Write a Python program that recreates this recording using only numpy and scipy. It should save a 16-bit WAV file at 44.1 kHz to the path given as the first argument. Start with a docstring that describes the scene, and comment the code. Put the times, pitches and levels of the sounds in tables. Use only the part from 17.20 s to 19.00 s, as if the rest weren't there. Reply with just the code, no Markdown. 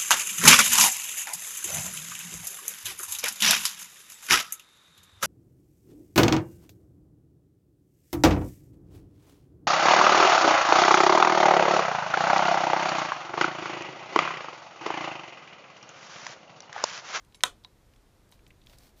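"""Pliers squeeze a small metal leg onto a terminal of a hand-held plastic block, close by, in a small,
dry, quiet room. Light ticks come first. At 0.15 s the jaws seat with a tap that rings a spring.
At 0.24 s they slip shut with one sharp snap: metal cracks, the jaws ring, the block jolts.
They tap again at 0.45 s and faintly at 1.12 s. From about 1.1 s the grip changes: small ticks,
soft rubs of skin on plastic and a low shudder of the hands."""
import sys
import numpy as np
from scipy import signal
from scipy.fft import rfft, irfft, next_fast_len
from scipy.io import wavfile
from scipy.ndimage import uniform_filter1d

SR = 44100
rng = np.random.default_rng(int(sys.argv[2]) if len(sys.argv) > 2 else 0)


def transcribe(signal):
    """Save signal, clipped to [-1, 1], as a 16-bit WAV file at the path in sys.argv[1]."""
    frames = np.atleast_2d(signal).T
    limited = np.clip(frames, -1, 1)
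    pcm = np.round(limited * 32767).astype(np.int16)
    wavfile.write(sys.argv[1], SR, pcm)


N = 79380

# modes of the jaws and the block they hold: pitch_hz, relative_db, t60_s
JAW_BLOCK_MODES = [(560, -3.5, .01), (723, -6, .025), (860, -9, .023), (1004, -4.5, .052), (1278, -6, .03),
                   (1510, -5, 0.033), (1657, -7, 0.021), (1944, -1, 0.019), (2370, -7, 0.028),
                   (2700, -3, .021), (3115, -1.5, 0.02), (3422, 2.5, 0.015), (3644, -3, 0.028),
                   (3800, -4, 0.047), (4180, -8.5, 0.021), (5330, 2.5, .012), (6340, -3, 0.015),
                   (7210, 2.5, .008), (7800, -12, 0.0089), (8220, -2.5, 0.013), (10400, -8.5, 0.01),
                   (11950, -14, .015), (13250, -13, .013)]


def amp(db):
    """Decibels to gain."""
    return 10 ** (np.asarray(db) / 20)


def unit(x):
    """Scale to rms 1."""
    return x / np.sqrt(np.mean(x ** 2) + 1e-20)


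def along(points, hz):
    """Interpolate (hz, value) points on a log-frequency axis."""
    points_hz, values = np.transpose(points)
    return np.interp(np.log(hz + 1), np.log(points_hz + 1), values)


def noise(response):
    """Noise of rms 1, coloured by the gain response(hz)."""
    size = next_fast_len(N + SR // 2)
    white = rfft(rng.standard_normal(N), size)
    return unit(irfft(white * response(np.fft.rfftfreq(size, 1 / SR)), size)[:N])


def band(hz, centre_hz, width_oct):
    """Bell on a log-frequency axis."""
    return np.exp(-.5 * (np.log2((hz + 1) / centre_hz) / width_oct) ** 2)


def since(start_s):
    """Seconds since start_s, zero before."""
    return np.maximum(np.arange(N) / SR - start_s, 0)


def fade(t, t60_s, rise_s):
    """Quick rise, exponential decay."""
    return np.exp(-np.log(1000) * t / t60_s) * (1 - np.exp(-t / rise_s))


def swell(start_s, length_s):
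    """Envelope of one rounded stroke."""
    return np.sqrt(np.abs(np.sin(np.pi * np.minimum(since(start_s) / length_s, 1))))


def ring(start_s, modes, rise_s):
    """Struck damped modes, alternating in sign; bending waves bring the high ones first."""
    out = np.zeros(N)
    for k, (hz, db, t60_s) in enumerate(modes):
        travel_s = .00023 * np.sqrt(1000 / hz)
        t = since(start_s + travel_s)[:round((start_s + 2 * t60_s) * SR)]
        out[:len(t)] += (-1) ** k * amp(db) * fade(t, t60_s, rise_s) * np.sin(2 * np.pi * hz * t)
    return out


def background():
    """Steady room air and a faint hum."""
    # air spectrum: frequency_hz, density_db
    air_spectrum = [(12, -34.5), (20, -4), (42, -1.5), (98, -5.5), (126, -9.5), (232, -13), (393, -15),
                    (649, -20), (1540, -26), (2840, -31), (3850, -30.5), (13900, -39), (15500, -46)]
    # hum tones: pitch_hz, rms_db
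    hum_tones = [(39, -71), (120, -72)]
    hum = sum(amp(db) * np.sqrt(2) * np.sin(2 * np.pi * (hz * since(0) + rng.random()))
              for hz, db in hum_tones)
    return amp(-61.5) * noise(lambda hz: amp(along(air_spectrum, hz))) + hum


def ticks():
    """Tiny slips of metal and plastic: noise bursts, each in its own band with a weak skirt."""
    # contacts of jaws, terminal and block: start_s, level_db, centre_hz, width_oct, t60_s
    contacts = [(0.0484, -56.5, 4750, 0.89, 0.013), (0.1233, -58, 3100, .4, 0.019),
                (.1455, -50.5, 3430, 0.83, 0.056), (0.207, -43.5, 2450, 0.82, 0.011),
                (0.2124, -52.5, 2200, .9, 0.017), (0.4379, -55, 4170, 0.29, 0.025),
                (0.4475, -40, 2300, .8, .012), (0.736, -58, 2440, 0.85, .022),
                (0.7617, -54, 3020, 0.9, .012), (1.0916, -60, 7010, 1.18, 0.013),
                (1.1154, -53.5, 8600, 0.39, 0.014), (1.122, -55, 3000, 1.07, 0.048),
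                (1.1924, -61, 2030, .5, .035), (1.2654, -50, 2700, 0.8, .016),
                (1.277, -60.5, 7000, 1.1, 0.033), (1.3049, -49.5, 2460, 0.28, 0.028),
                (1.416, -58.5, 3200, 0.37, 0.033), (1.438, -60, 3790, 0.44, .015),
                (1.4624, -59, 3570, 1.2, 0.034), (1.470, -43.5, 3500, 0.39, .011),
                (1.497, -47.5, 3000, 0.49, 0.013), (1.533, -54.5, 1310, 1.5, 0.05),
                (1.5846, -47.5, 6600, 0.67, 0.019)]
    skirt_db, skirt_oct = -19.5, 1.3
    out = np.zeros(N)
    for start_s, db, centre_hz, width_oct, t60_s in contacts:
        hiss = noise(lambda hz: band(hz, centre_hz, width_oct)
                     + amp(skirt_db) * band(hz, centre_hz, skirt_oct))
        out += amp(db) * fade(since(start_s), t60_s, rise_s=.00022) * hiss
    return out


def taps():
    """The jaw tips click; jaw modes near that pitch and the block's low modes ring on."""
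    # gentle jaw contacts: start_s, ring_gain_db, click_db
    strikes = [(.1457, -51.5, -41.5), (0.4475, -40.5, -31.5), (1.1234, -52.5, -45)]
    tip_hz, block_hz, click_t60_s = 3884, 877.3, .01
    modes = []
    for hz, db, t60_s in JAW_BLOCK_MODES:
        weight = band(hz, tip_hz, width_oct=.068) + band(hz, block_hz, width_oct=.2) + 1e-6
        modes.append((hz, db + 20 * np.log10(weight), t60_s))
    out = np.zeros(N)
    for start_s, ring_gain_db, click_db in strikes:
        out += ring(start_s, [(tip_hz, click_db, click_t60_s)], rise_s=.0001)
        out += amp(ring_gain_db) * ring(start_s, modes, rise_s=.00035)
    return out


def spring(start_s):
    """One spring shimmers as the jaws seat; its closely paired modes beat."""
    # spring modes: pitch_hz, level_db, t60_s
    modes = [(2213, -63, 0.11), (3780, -65, .12), (5350, -70, .18), (6400, -68, .3), (7580, -62.5, .13),
             (9100, -64, .12), (10950, -61.5, .11), (12400, -71, .07)]
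    beat_hz, pair_gain_db = 55, -6
    paired_modes = [(hz + beat_hz, db + pair_gain_db, t60_s) for hz, db, t60_s in modes]
    return ring(start_s, modes, rise_s=.0018) - ring(start_s, paired_modes, rise_s=.002)


def shudders():
    """The moving hands shudder: swells of low rumble."""
    # hand movements: start_s, length_s, level_db
    moves = [(0.226, 0.16, -61.5), (1.23, 0.12, -56), (1.437, 0.15, -54.5)]
    # rumble spectrum: frequency_hz, density_db
    spectrum = [(15, -12), (36, 1), (60, -9.5), (150, -18), (400, -30.5), (1500, -72)]
    out = np.zeros(N)
    for start_s, length_s, db in moves:
        out += amp(db) * swell(start_s, length_s) * noise(lambda hz: amp(along(spectrum, hz)))
    return out


def snap(start_s):
    """The jaws slip shut and ring; the block jolts in the hand."""
    # block's thud: pitch_hz, level_db, t60_s
    thud_modes = [(75, -56.5, .25), (180, -52.5, .08), (255, -48, .1), (305, -49, 0.11)]
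    radiation = signal.butter(2, 551.6, "high", fs=SR, output="sos")  # small jaws radiate little bass
    jaws = signal.sosfilt(radiation, ring(start_s, JAW_BLOCK_MODES, rise_s=.00007))
    return amp(-15) * jaws + ring(start_s, thud_modes, rise_s=.004)


def crack(start_s):
    """Metal gives way at the snap: a short, dense noise burst."""
    # burst spectrum: frequency_hz, density_db
    spectrum = [(100, -21.5), (280, -13), (500, -1), (1200, 1.5), (3200, -0.5), (4600, -4), (6500, -5),
                (8600, -2), (9800, -5.5), (12000, -10), (15500, -13)]
    burst = noise(lambda hz: amp(along(spectrum, hz)))
    return amp(-21) * burst * fade(since(start_s), t60_s=.025, rise_s=.0003)


def rubs():
    """Skin slides over the block: grainy hiss."""
    # skin strokes: start_s, length_s, level_db, treble_tilt_db_per_oct
    strokes = [(1.106, .06, -65.5, 7), (1.468, 0.1, -61.5, 5), (1.564, 0.15, -62, 5.5),
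               (1.761, .07, -62.5, 8)]
    # friction spectrum before tilt: frequency_hz, density_db
    spectrum = [(200, -12), (600, 16.5), (1500, 1.5), (2500, 2), (4200, 1.5), (7000, -8), (11000, -13.5),
                (15000, -14)]
    grain_db = 2
    out = np.zeros(N)
    for start_s, length_s, db, tilt_db_per_oct in strokes:
        grain = amp(grain_db * unit(uniform_filter1d(rng.standard_normal(N), size=90)))
        hiss = noise(lambda hz: amp(along(spectrum, hz) + tilt_db_per_oct * np.log2(1 + hz / 1000)))
        out += amp(db) * swell(start_s, length_s) * unit(grain * hiss)
    return out


def room(x):
    """Short diffuse reflections of x from the workshop walls."""
    # reverberation time: frequency_hz, t60_s
    decay_times = [(200, 0.23), (530, 0.22), (1400, 0.13), (3700, .16), (9700, .14), (15000, 0.15)]
    # colour of the reflections: frequency_hz, relative_db
    colour = [(120, 7), (280, 8), (500, -1), (900, 2), (2200, 3), (3500, -2), (5000, 2), (9000, -2),
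              (15000, -8)]
    delay_s, build_s = .0115, .00074
    hz, t, white = signal.stft(rng.standard_normal(SR // 2), SR, nperseg=256)
    decay = np.exp(-np.log(1000) * t / along(decay_times, hz)[:, None])
    tail = signal.istft(white * decay * amp(along(colour, hz))[:, None], SR, nperseg=256)[1]
    tail *= 1 - np.exp(-since(delay_s)[:len(tail)] / build_s)
    return signal.fftconvolve(x, tail / np.linalg.norm(tail))[:N]


def scene():
    """Mono mix; the room answers mostly to the crack."""
    seat_s, snap_s = .147, .2355
    burst = crack(snap_s)
    handling = ticks() + taps() + spring(seat_s) + snap(snap_s) + rubs() + shudders()
    reflections = room(burst + amp(-22) * handling)
    return (burst + handling + amp(-5) * reflections + background())[None]


def record(dry):
    """Steep low-pass on the top treble."""
    cutoff_hz = 15350
    return signal.sosfilt(signal.ellip(10, .1, 80, cutoff_hz, fs=SR, output="sos"), dry)


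dry = scene()
out = record(dry)
transcribe(out)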